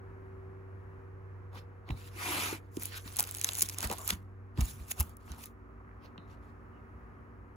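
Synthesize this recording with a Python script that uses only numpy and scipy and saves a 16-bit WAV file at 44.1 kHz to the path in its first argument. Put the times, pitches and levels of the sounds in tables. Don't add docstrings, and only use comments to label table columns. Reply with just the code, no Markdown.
import sys
import numpy as np
from scipy import signal
from scipy.fft import rfft, irfft
from scipy.io import wavfile
from scipy.ndimage import uniform_filter1d

SR = 44100
rng = np.random.default_rng(int(sys.argv[2]) if len(sys.argv) > 2 else 0)


def log_audio(samples):
    frames = np.atleast_2d(samples).T
    limited = np.clip(frames, -1, 1)
    pcm = np.round(limited * 32767).astype(np.int16)
    wavfile.write(sys.argv[1], SR, pcm)


N = 333396
T = np.arange(N) / SR
HZ = np.fft.rfftfreq(N, 1 / SR)

# time_s, effort_db
TURN = [(3.1, -56.5), (3.164, -54), (3.412, -53), (3.642, -50.5), (3.72, -56), (3.858, -59.5), (3.98, -53),
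        (4.02, -54)]
RUB_ATTACK_S, RUB_RELEASE_S = 0.017, 0.018
HUM_CHANGE_S = 0.3


def amp(db):
    return 10 ** (np.asarray(db) / 20)


def unit(x):
    return x / np.sqrt(np.mean(x ** 2) + 1e-20)


def read(points, hz):
    point_hz, value = np.transpose(points)
    return np.interp(np.log(hz + 1), np.log(point_hz + 1), value)


def coloured(x, colour):
    return unit(irfft(rfft(x) * amp(read(colour, HZ)), N))


def wander(hz, size=4096):
    drift_hz = np.fft.rfftfreq(size, T[-1] / size)
    slow = irfft(rfft(rng.standard_normal(size)) / (1 + (drift_hz / hz) ** 4))
    return unit(np.interp(T, np.linspace(0, T[-1], size), slow))


def smooth(x, size):
    return uniform_filter1d(uniform_filter1d(x, size=size), size=size)


def add(mix, s, sound):
    part = mix[round(s * SR):][:len(sound)]
    part += sound[:len(part)]


def stroke(start_s, length_s, attack_s, release_s):
    out = np.zeros(N)
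    t = np.arange(-10 * attack_s, length_s + 10 * release_s, 1 / SR)
    attack = (1 + np.tanh(t / attack_s - .5)) / 2
    release = np.exp(-np.maximum(t - length_s, 0) / release_s)
    add(out, start_s + t[0], attack * release)
    return out


def resonance(x, hz, width_hz):
    spin = np.exp(2j * np.pi * np.cumsum(hz * np.ones(len(x))) / SR)
    r = np.exp(-np.pi * width_hz / SR)
    ringing = signal.lfilter([1], [1, -2 * r, r * r], x / spin)
    return unit((spin * ringing).real)


def crackles(per_s, spread_db):
    happens = rng.random(N) < per_s / SR
    size = amp(spread_db * np.minimum(rng.exponential(1, N), 3.5)) * happens
    power = signal.lfilter([1], [1, -np.exp(-1 / (0.0004 * SR))], size ** 2)
    return unit(np.sqrt(power) * rng.standard_normal(N))


def flexed(x, ripple_db):
    spectrum = signal.stft(x, nperseg=512, noverlap=384)[2]
    field = uniform_filter1d(rng.standard_normal(spectrum.shape), size=6, axis=0)
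    field = uniform_filter1d(field, size=9, axis=1)
    shifted = spectrum * amp(ripple_db * unit(field))
    return unit(signal.istft(shifted, nperseg=512, noverlap=384)[1][:N])


def rustle(strokes, crumple, flap_db, swish_db, fizz_db, patchy_db):
    # freq_hz, level_db
    flap_colour = [(25, -9.5), (50, -2), (110, -5.5), (300, -2), (560, -3.5), (750, -1.5), (1050, -0.5),
                   (1400, -5), (2200, -42.5)]
    swish_colour = [(800, -29), (1500, 6.5), (2400, 5), (3200, 2.5), (4200, 2), (5300, -2), (7500, -20.5)]
    fizz_colour = [(3800, -35), (5500, -6.5), (7000, 4), (9000, 4), (11000, 2.5), (13000, 1), (15300, 2.5),
                   (16300, -36)]
    separate = np.sqrt(crumple) * crackles(per_s=550, spread_db=6.2)
    rubbing = np.sqrt(1 - crumple) * rng.standard_normal(N)
    drive = flexed(separate + rubbing, ripple_db=3.2)
    flap = sum(effort * amp(flap_db - bright_db) for effort, bright_db, grip_db in strokes)
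    swish = sum(effort * amp(swish_db + grip_db) for effort, bright_db, grip_db in strokes)
    fizz = sum(effort * amp(fizz_db + bright_db) for effort, bright_db, grip_db in strokes)
    parts = ((flap, flap_colour), (swish, swish_colour), (fizz, fizz_colour))
    return sum(coloured(drive, colour) * level * amp(patchy_db * wander(45.1)) for level, colour in parts)


def hum(waver_share=.0012, waver_db=1.0):
    # pitch_hz, before_db, after_db, change_s
    tones = [(54.8, -72.5, -61, 2.7), (96.6, -50, -58, 4.8), (156.1, -67, -85, 2),
             (231.8, -87.5, -63.5, 4.2), (240, -82, -72, 4.1), (263.8, -68, -86.5, 1.3),
             (288.5, -75, -67, 2.5), (360.7, -72, -72, 1.4), (383.3, -56, -65.5, 1.2),
             (457, -72, -75, 0.98), (480, -65.5, -73, 3.6), (737.5, -90, -80, 5), (1270, -92.5, -70.5, 4.6)]
    out = np.zeros(N)
    speed = 1 + waver_share * wander(1.0)
    for hz, before_db, after_db, change_s in tones:
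        turns = np.cumsum(hz * speed) / SR + rng.random()
        moved = (1 + np.tanh((T - change_s) / HUM_CHANGE_S)) / 2
        level_db = before_db + (after_db - before_db) * moved + waver_db * wander(2.5)
        out += amp(level_db) * np.sqrt(2) * np.sin(2 * np.pi * turns)
    return out


def air():
    # freq_hz, level_db
    air_colour = [(20, -14.5), (31, -17.5), (42, -8), (55, 0), (75, -1.5), (125, -8.5), (160, -12),
                  (200, -13), (330, -15.5), (600, -20), (800, -20.5), (1100, -17.5), (1800, -23.5),
                  (2500, -35), (3500, -51), (14000, -56.5)]
    # time_s, level_db
    air_course = [(0, -52.5), (1.5, -54.5), (4.3, -57), (5.8, -56), (6.4, -53), (7.5, -54)]
    # change_s, pitch_hz, width_hz, level_db
    whistle_settings = (4.6, 1230, 160, -70)
    change_s, pitch_hz, width_hz, db = whistle_settings
    moved = (1 + np.tanh((T - change_s) / HUM_CHANGE_S)) / 2
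    whistle = amp(db) * moved * resonance(rng.standard_normal(N), pitch_hz, width_hz)
    level_db = np.interp(T, *np.transpose(air_course)) + .6 * wander(3)
    return whistle + coloured(rng.standard_normal(N), air_colour) * amp(level_db)


def rubs():
    rub_table = [(1.532, 0.025, -60.5, -11, 0), (1.56, 0.022, -62.5, -6, 12.5),
                 (1.874, 0.016, -63.5, -14, 9), (1.954, 0.13, -72, 6.5, 13.5), (2.57, 0.12, -83.5, -5, 3),
                 (2.729, 0.051, -63, 3.5, -3), (2.799, 0.078, -60.5, 9, 9.5), (2.908, 0.07, -58, -0.5, 13),
                 (2.99, 0.035, -76, 15, -17), (3.044, 0.046, -57, 0.5, 4.5), (3.181, 0.016, -50, -7, 9.5),
                 (3.25, 0.044, -58, 3.5, -1), (3.454, 0.037, -49, 1.5, 3.5), (3.57, 0.012, -54, 18, -4),
                 (3.765, 0.039, -54, -3, 2), (3.821, 0.027, -42.5, -0.5, 5.5),
                 (3.902, 0.019, -44, -5.5, 0.5), (3.985, 0.024, -58.5, -14, -16),
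                 (4.02, 0.073, -60.5, 9.5, -10), (4.058, 0.071, -52.5, 2.5, 6.5), (4.57, 0.054, -59, -2, 8),
                 (4.625, 0.088, -60.5, 9, 5), (4.73, 0.11, -67.5, 3, 4), (4.867, 0.055, -69, 14.5, 12),
                 (4.976, 0.03, -47.5, -2, -2), (5.02, 0.095, -65.5, -3.5, -3.5),
                 (5.19, 0.14, -77.5, 2, 5.5), (5.268, 0.14, -65, -4, 2), (5.386, 0.081, -68, 6.5, 5),
                 (6.021, 0.036, -71.5, -13, 13), (6.275, 0.065, -79.5, -2, 11.5),
                 (6.41, 0.096, -84.5, 0, 6)]
    strokes = [(amp(db) * stroke(s, length_s, RUB_ATTACK_S, RUB_RELEASE_S), bright_db, grip_db)
               for s, length_s, db, bright_db, grip_db in rub_table]
    return rustle(strokes, crumple=.25, flap_db=-0.5, swish_db=-2.0, fizz_db=2.5, patchy_db=1.75)


def snaps(size=1024, count=24, bend_s=.0014, ring_s=0.0015, ring_db=-4, bass_db=-2):
    # time_s, strength_db, pitch_hz (where the snap is strongest)
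    snap_table = [(1.89, -13, 2220), (1.9065, -10.5, 2590), (2.7693, -10.5, 5700), (2.7985, -16, 11000),
                  (2.8115, -27, 3500), (2.8225, -12, 2370), (2.8341, -5.5, 12000), (2.856, -3.5, 10400),
                  (3.0778, -11.5, 4500), (3.147, -28, 8000), (3.1612, -8, 6900), (3.1684, -2, 10600),
                  (3.1723, -13, 10000), (3.1768, -16.5, 9000), (3.1883, 2, 7500), (3.1915, 5.5, 6040),
                  (3.1967, 8, 9200), (3.2056, 7, 8350), (3.2143, -12, 7500), (3.2246, -14, 8000),
                  (3.228, -3, 12100), (3.2395, -4.5, 5370), (3.251, -17, 8000), (3.3118, -6.5, 10000),
                  (3.349, -4, 6950), (3.36, -15.5, 8000), (3.3755, -16, 7000), (3.385, -9, 6500),
                  (3.3945, -16, 9000), (3.3972, -12, 7000), (3.4141, 1, 7300), (3.426, -15.5, 9000),
                  (3.4287, -14.5, 7000), (3.4385, -5.5, 7500), (3.4449, 10, 6800), (3.452, -11.5, 7500),
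                  (3.4709, -7.5, 6000), (3.4845, -14, 7000), (3.4896, 4.5, 4400), (3.5115, -11.5, 6500),
                  (3.5341, -5, 8500), (3.546, -8.5, 7000), (3.5528, -1.5, 7500), (3.562, -9, 5500),
                  (3.5725, -10, 7000), (3.587, -3, 7950), (3.5945, -3, 7000), (3.6088, 2.5, 7500),
                  (3.6165, -4, 6000), (3.6207, 11.5, 7700), (3.6255, 10, 8200), (3.6336, -3.5, 6500),
                  (3.6555, -12.5, 7000), (3.6605, -8.5, 6500), (3.6885, -2, 6760), (3.697, -2, 6340),
                  (3.7005, -10, 7000), (3.728, -17.5, 8000), (3.7856, 0.5, 7060), (3.8063, -2.5, 6230),
                  (3.8167, -10.5, 6500), (3.8225, -14, 6500), (3.8285, -1, 6500), (3.8418, -4, 2430),
                  (3.8733, -6.5, 8000), (3.8999, -4, 3550), (3.9142, -3.5, 7060), (3.927, -6.5, 8150),
                  (3.9325, -12, 8000), (3.9365, -11, 8000), (3.9839, -11.5, 7500), (3.9868, -14.5, 8000),
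                  (3.9925, -16.5, 8000), (4.078, 1.5, 10000), (4.091, 0.5, 7000), (4.1025, -1, 6600),
                  (4.105, 8.5, 4000), (4.1355, -12, 6000), (4.575, -15, 2600), (4.608, -3.5, 4970),
                  (4.612, -16, 2200), (4.911, -7, 9000), (4.9145, -4, 2740), (4.9195, -6, 7000),
                  (4.996, -10, 10500), (5.095, -26, 9400), (5.0005, 1, 10400), (5.0058, 3.5, 12840),
                  (5.008, -17.5, 2790), (5.015, -12, 1500), (5.029, -14, 9530), (5.1692, -22, 9600),
                  (5.279, -15, 1000), (5.3186, -13.5, 6000), (5.438, -16.5, 3500), (5.4581, -14.5, 12280)]
    # freq_hz, level_db
    film_colour = [(2200, 2), (3200, -2), (4200, -2.5), (5200, -8), (6200, -3), (7200, -3.5), (9000, -0.5),
                   (11000, 0.5), (15000, 0)]
    below_db_per_oct, above_db_per_oct = 9.5, 10.5
    crinkle_db, crinkle_spread_db = -23.5, 3
    crinkle_hz, crinkle_spread_oct = 6500, 0.42
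    out = np.zeros(N)
    t, hz = np.arange(size) / SR, np.fft.rfftfreq(size, 1 / SR)
    delay_s = bend_s * np.sqrt(1000 / (hz + 200))
    travel = np.exp(-2j * np.pi * np.cumsum(delay_s - delay_s[-1]) * SR / size)
    times_s = rng.uniform(TURN[0][0], TURN[-1][0], count)
    crinkles = [(s, crinkle_db + crinkle_spread_db * a, crinkle_hz * 2 ** (crinkle_spread_oct * b))
                for s, (a, b) in zip(times_s, rng.standard_normal((count, 2)))]
    for s, db, pitch_hz in crinkles + list(snap_table):
        noise, shape = rng.standard_normal((2, size))
        ring = noise * np.exp(-t / ring_s)
        pulse = rfft(amp(ring_db) * ring / np.linalg.norm(ring)) + 1
        pulse *= amp(4 * unit(smooth(shape, 11))[:len(hz)])
        pulse /= np.sqrt(uniform_filter1d(abs(pulse) ** 2, size=101))
        octaves = np.log2((hz + 1) / pitch_hz)
        slope_db = np.minimum(below_db_per_oct * octaves, -above_db_per_oct * octaves)
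        colour_db = db + slope_db + read([(150, bass_db), (1000, 0)], hz) + read(film_colour, hz)
        snap = np.roll(irfft(pulse * travel * amp(colour_db)), size // 8)
        add(out, s - (size // 8) / SR, snap)
    return out


def thumps(glide=0.47, knock_decay=0.8):
    # start_s, peak_db, pitch_hz, knock_db (dull knock of the stack)
    thump_table = [(1.898, -33, 256, -56), (1.9, -28.5, 108, -56), (1.91, -28.5, 61.6, -46),
                   (1.904, -33, 820, -55), (1.941, -39, 133, -66), (2.333, -30, 994, -53),
                   (2.526, -29, 336, -46), (2.77, -26.5, 300, -43.5), (3.057, -44.5, 228, -55.5),
                   (3.192, -30, 790, -56), (3.205, -29, 970, -55.5), (3.627, -40.5, 366, -46),
                   (3.842, -52.5, 220, -40), (3.847, -31, 58, -52.5), (3.901, -30.5, 483, -45),
                   (3.914, -27, 900, -62), (4.105, -39.5, 466, -46), (4.123, -34.5, 65, -45),
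                   (4.575, -38, 273, -48), (4.581, -24.5, 117.7, -41), (4.586, -24.5, 68, -40.5),
                   (4.613, -20, 54.5, -53), (4.803, -37, 63, -53), (4.994, -21.5, 66, -45),
                   (5.009, -31.5, 840, -59), (5.301, -35, 61.8, -46), (6.181, -42, 165, -76)]
    # freq_hz, level_db
    knock_colour = [(60, -17), (130, 12.5), (200, 17), (300, 7), (480, -7.5), (650, -9.5), (850, -5.5),
                    (1200, -2), (2000, -25.5)]
    ref_swell_s, ref_hz, swell_law = .016, 56, 0.88
    start_ratio = 1.6
    out, knock = np.zeros(N), np.zeros(N)
    t = np.arange(SR // 4) / SR
    for s, db, pitch_hz, knock_db in thump_table:
        swell_s = ref_swell_s * (ref_hz / pitch_hz) ** swell_law
        u = t / swell_s
        hz = pitch_hz * (1 + (start_ratio - 1) * np.exp(-u / glide))
        swell = (u * np.exp(1 - u)) ** 2.7
        add(out, s, amp(db) * swell * np.sin(2 * np.pi * np.cumsum(hz) / SR))
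        decay = np.exp(-t / (knock_decay * swell_s + 0.021))
        add(knock, s, amp(knock_db) * np.minimum(t / 0.0014, 1) * decay)
    return out + knock * coloured(rng.standard_normal(N), knock_colour)


def binder():
    # time_s, level_db, free_share (share of the ring time that the hand leaves, 0-1)
    clink_table = [(1.904, -48.5, 0.53), (6.179, -59, 1)]
    # pitch_hz, level_db, t60_s
    modes = [(1420, -18, 0.03), (1910, -5, 0.19), (2280, -13, 0.025), (2820, 3.5, 0.061), (3670, -6, 0.025),
             (3750, 6.5, 0.019), (3970, -8, 0.04), (3880, -6.5, 0.37)]
    out, t = np.zeros(N), np.arange(SR // 3) / SR
    for s, db, free_share in clink_table:
        for hz, mode_db, t60_s in modes:
            chatter = unit(smooth(rng.standard_normal(len(t)), 70))
            decay_db = -60 * t / (t60_s * free_share)
            add(out, s, amp(db + mode_db + decay_db) * chatter * np.sin(2 * np.pi * hz * t))
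    return out


def swipes(stop_s=0.0021):
    # stop_at_s, level_db, swell_s
    swipe_table = [(1.912, -68, 0.011), (2.826, -39, 0.01), (2.98, -40.5, 0.016), (3.85, -45, 0.01),
                   (4.107, -28.5, 0.009), (4.613, -33.5, 0.0042), (4.918, -30.5, 0.0083),
                   (5.011, -31.5, 0.011), (5.442, -43.5, 0.011)]
    # freq_hz, level_db
    swipe_colour = [(200, -29.5), (700, -2), (2000, -2.5), (2700, 3), (3300, -7.5), (4500, -6), (7000, 1.5),
                    (11000, 0.5), (15000, 2.5), (16300, -25.5)]
    level = sum(amp(db) * np.exp(-np.maximum((s - T) / swell_s, (T - s) / stop_s))
                for s, db, swell_s in swipe_table)
    slips = rng.standard_normal(N) + .5 * crackles(per_s=3000, spread_db=3)
    return level * coloured(flexed(slips, ripple_db=2.8), swipe_colour)


def slide():
    # freq_hz, level_db
    slide_colour = [(60, -18), (150, -7.5), (280, -2.5), (550, -6.5), (750, -4.5), (1000, -1), (1500, -1),
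                    (2400, -1.5), (4000, -8), (7000, -9.5), (10000, -6.5), (15400, -12), (16200, -49)]
    # pitch_hz, width_hz, level_db
    sheet_modes = [(340, 90, -15), (694, 50, -22), (945, 90, -16), (1230, 80, -21), (2080, 90, -18),
                   (2300, 90, -15), (2540, 110, -17)]
    start_s, length_s, level_db = 2.1327, 0.48, -35
    saturation = 1.84
    touch_db = -24.5
    drift_share, sway_db = 0.026, 6
    slips = rng.standard_normal(N) + .5 * crackles(per_s=2500, spread_db=2)
    hiss = coloured(flexed(slips, ripple_db=2.8) * amp(1.1 * wander(110)), slide_colour)
    sheet = np.zeros(N)
    drift = 1 + drift_share * wander(9)[:SR]
    for hz, width_hz, db in sheet_modes:
        freed = amp(sway_db * np.tanh(wander(17)[:SR]))
        ringing = resonance(rng.standard_normal(SR), hz * drift, width_hz)
        add(sheet, start_s, amp(db) * freed * ringing)
    speed = np.sin(np.pi * np.clip((T - start_s) / length_s, 0, 1)) ** 2
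    touch = amp(touch_db) * stroke(start_s - .03, length_s / 2, RUB_ATTACK_S, RUB_RELEASE_S)
    return (hiss + sheet) * (np.tanh(saturation * speed) + touch) * amp(level_db)


def turn(level_db=-1.5):
    bright_db, grip_db, release_s = 9.5, 3, 0.059
    start_s, end_s = TURN[0][0], TURN[-1][0]
    effort_db = np.interp(T, *np.transpose(TURN)) + level_db + 1.5 * wander(25)
    effort = amp(effort_db) * stroke(start_s, end_s - start_s, RUB_ATTACK_S, release_s)
    return rustle([(effort, bright_db, grip_db)], crumple=.7,
                  flap_db=2.5, swish_db=-2.5, fizz_db=-6.5, patchy_db=2)


def ticks(size=1024, ring_s=.0022, width_oct=.42):
    # time_s, strength_db, pitch_hz
    tick_table = [(5.803, -18, 1150), (5.812, -21, 900), (5.8485, -19, 1300), (5.877, -22, 1400),
                  (5.892, -18, 1300), (5.914, -25, 1600), (5.931, -27, 1500), (6.1595, -21, 1050),
                  (6.179, -14, 1500), (6.179, -28, 3100)]
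    out = np.zeros(N)
    t, hz = np.arange(size) / SR, np.fft.rfftfreq(size, 1 / SR)
    for s, db, pitch_hz in tick_table:
        ring = rng.standard_normal(size) * np.exp(-t / ring_s)
        band = np.exp(-(np.log2((hz + 1) / pitch_hz) / width_oct) ** 2 / 2)
        pulse = 1 + rfft(ring / np.linalg.norm(ring))
        tick = np.roll(irfft(pulse * band), size // 8)
        add(out, s - (size // 8) / SR, amp(db) * tick)
    return out


def squeak(sag=.11):
    # start_s, length_s, level_db, pitch_hz, width_hz
    squeak_settings = (6.72, .09, -75, 2800, 280)
    s, length_s, db, pitch_hz, width_hz = squeak_settings
    out, u = np.zeros(N), np.linspace(0, 1, round(length_s * SR))
    tone = resonance(rng.standard_normal(len(u)), pitch_hz * (1 - sag * (u - .5)), width_hz)
    add(out, s, amp(db) * np.sin(np.pi * u) * tone)
    return out


def album():
    rubbed = rubs() + swipes() + slide() + turn() + squeak()
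    struck = snaps() + thumps() + binder() + ticks()
    return rubbed + struck


def ports(x, other, near):
    # freq_hz, likeness_near (0-1), likeness_room (0-1), left_lead_rad, left_minus_right_db
    port_table = [(70, .97, .95, 0, -.7), (170, .93, .85, .05, -.3), (350, .78, .6, .3, -1),
                  (550, .62, .3, .45, -.5), (950, .82, .25, .7, 1.5), (1250, .72, .25, 1.3, .4),
                  (1700, .5, .35, 3.3, -.7), (2600, .45, .25, 5.6, -1.2), (4500, .3, .2, 7.5, -2.5),
                  (5600, .4, .3, 6.9, -4), (6600, .8, .55, 5.8, -.8), (8550, .99, .97, 3.1, .3),
                  (11000, .95, .8, 0, 0), (13350, .99, .97, -3.15, 0), (16000, .92, .8, -6.5, 0)]
    hz, *columns = np.transpose(port_table)
    like_near, like_room, lead, balance_db = (np.interp(HZ, hz, column) for column in columns)
    like = like_near if near else like_room
    left = rfft(x)
    right = (like * left - 1j * np.sqrt(1 - like ** 2) * rfft(other)) * np.exp(-1j * lead)
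    return irfft(np.array([left * amp(balance_db / 2), right * amp(-balance_db / 2)]), N)


def room(x, first_s=.004):
    # freq_hz, t60_s
    room_t60 = [(100, 0.9), (1000, 0.48), (5000, 0.083), (15000, 0.24)]
    hz, t, spectrum = signal.stft(rng.standard_normal((2, SR // 2)), SR, nperseg=256)
    decay_db = -60 * t / read(room_t60, hz)[:, None]
    tail = signal.istft(spectrum * amp(decay_db) * (t > first_s), SR, nperseg=256)[1]
    tail /= np.linalg.norm(tail[0])
    return ports(*signal.fftconvolve(x[None], tail, axes=1)[:, :N], near=False)


def scene(room_db=-20):
    tones, pages = hum(), album()
    fan = ports(air() + tones, air() + tones, near=False)
    return fan + ports(pages, album(), near=True) + amp(room_db) * room(pages)


def record(dry, low_cut_hz=38, edge_hz=16550):
    cut = irfft(rfft(dry) / np.sqrt(1 + (low_cut_hz / (HZ + 1)) ** 8), N)
    band_limit = signal.firwin(255, edge_hz, window=("kaiser", 9), fs=SR)
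    return signal.oaconvolve(cut, band_limit[None], "same")


dry = scene()
out = record(dry)
log_audio(out)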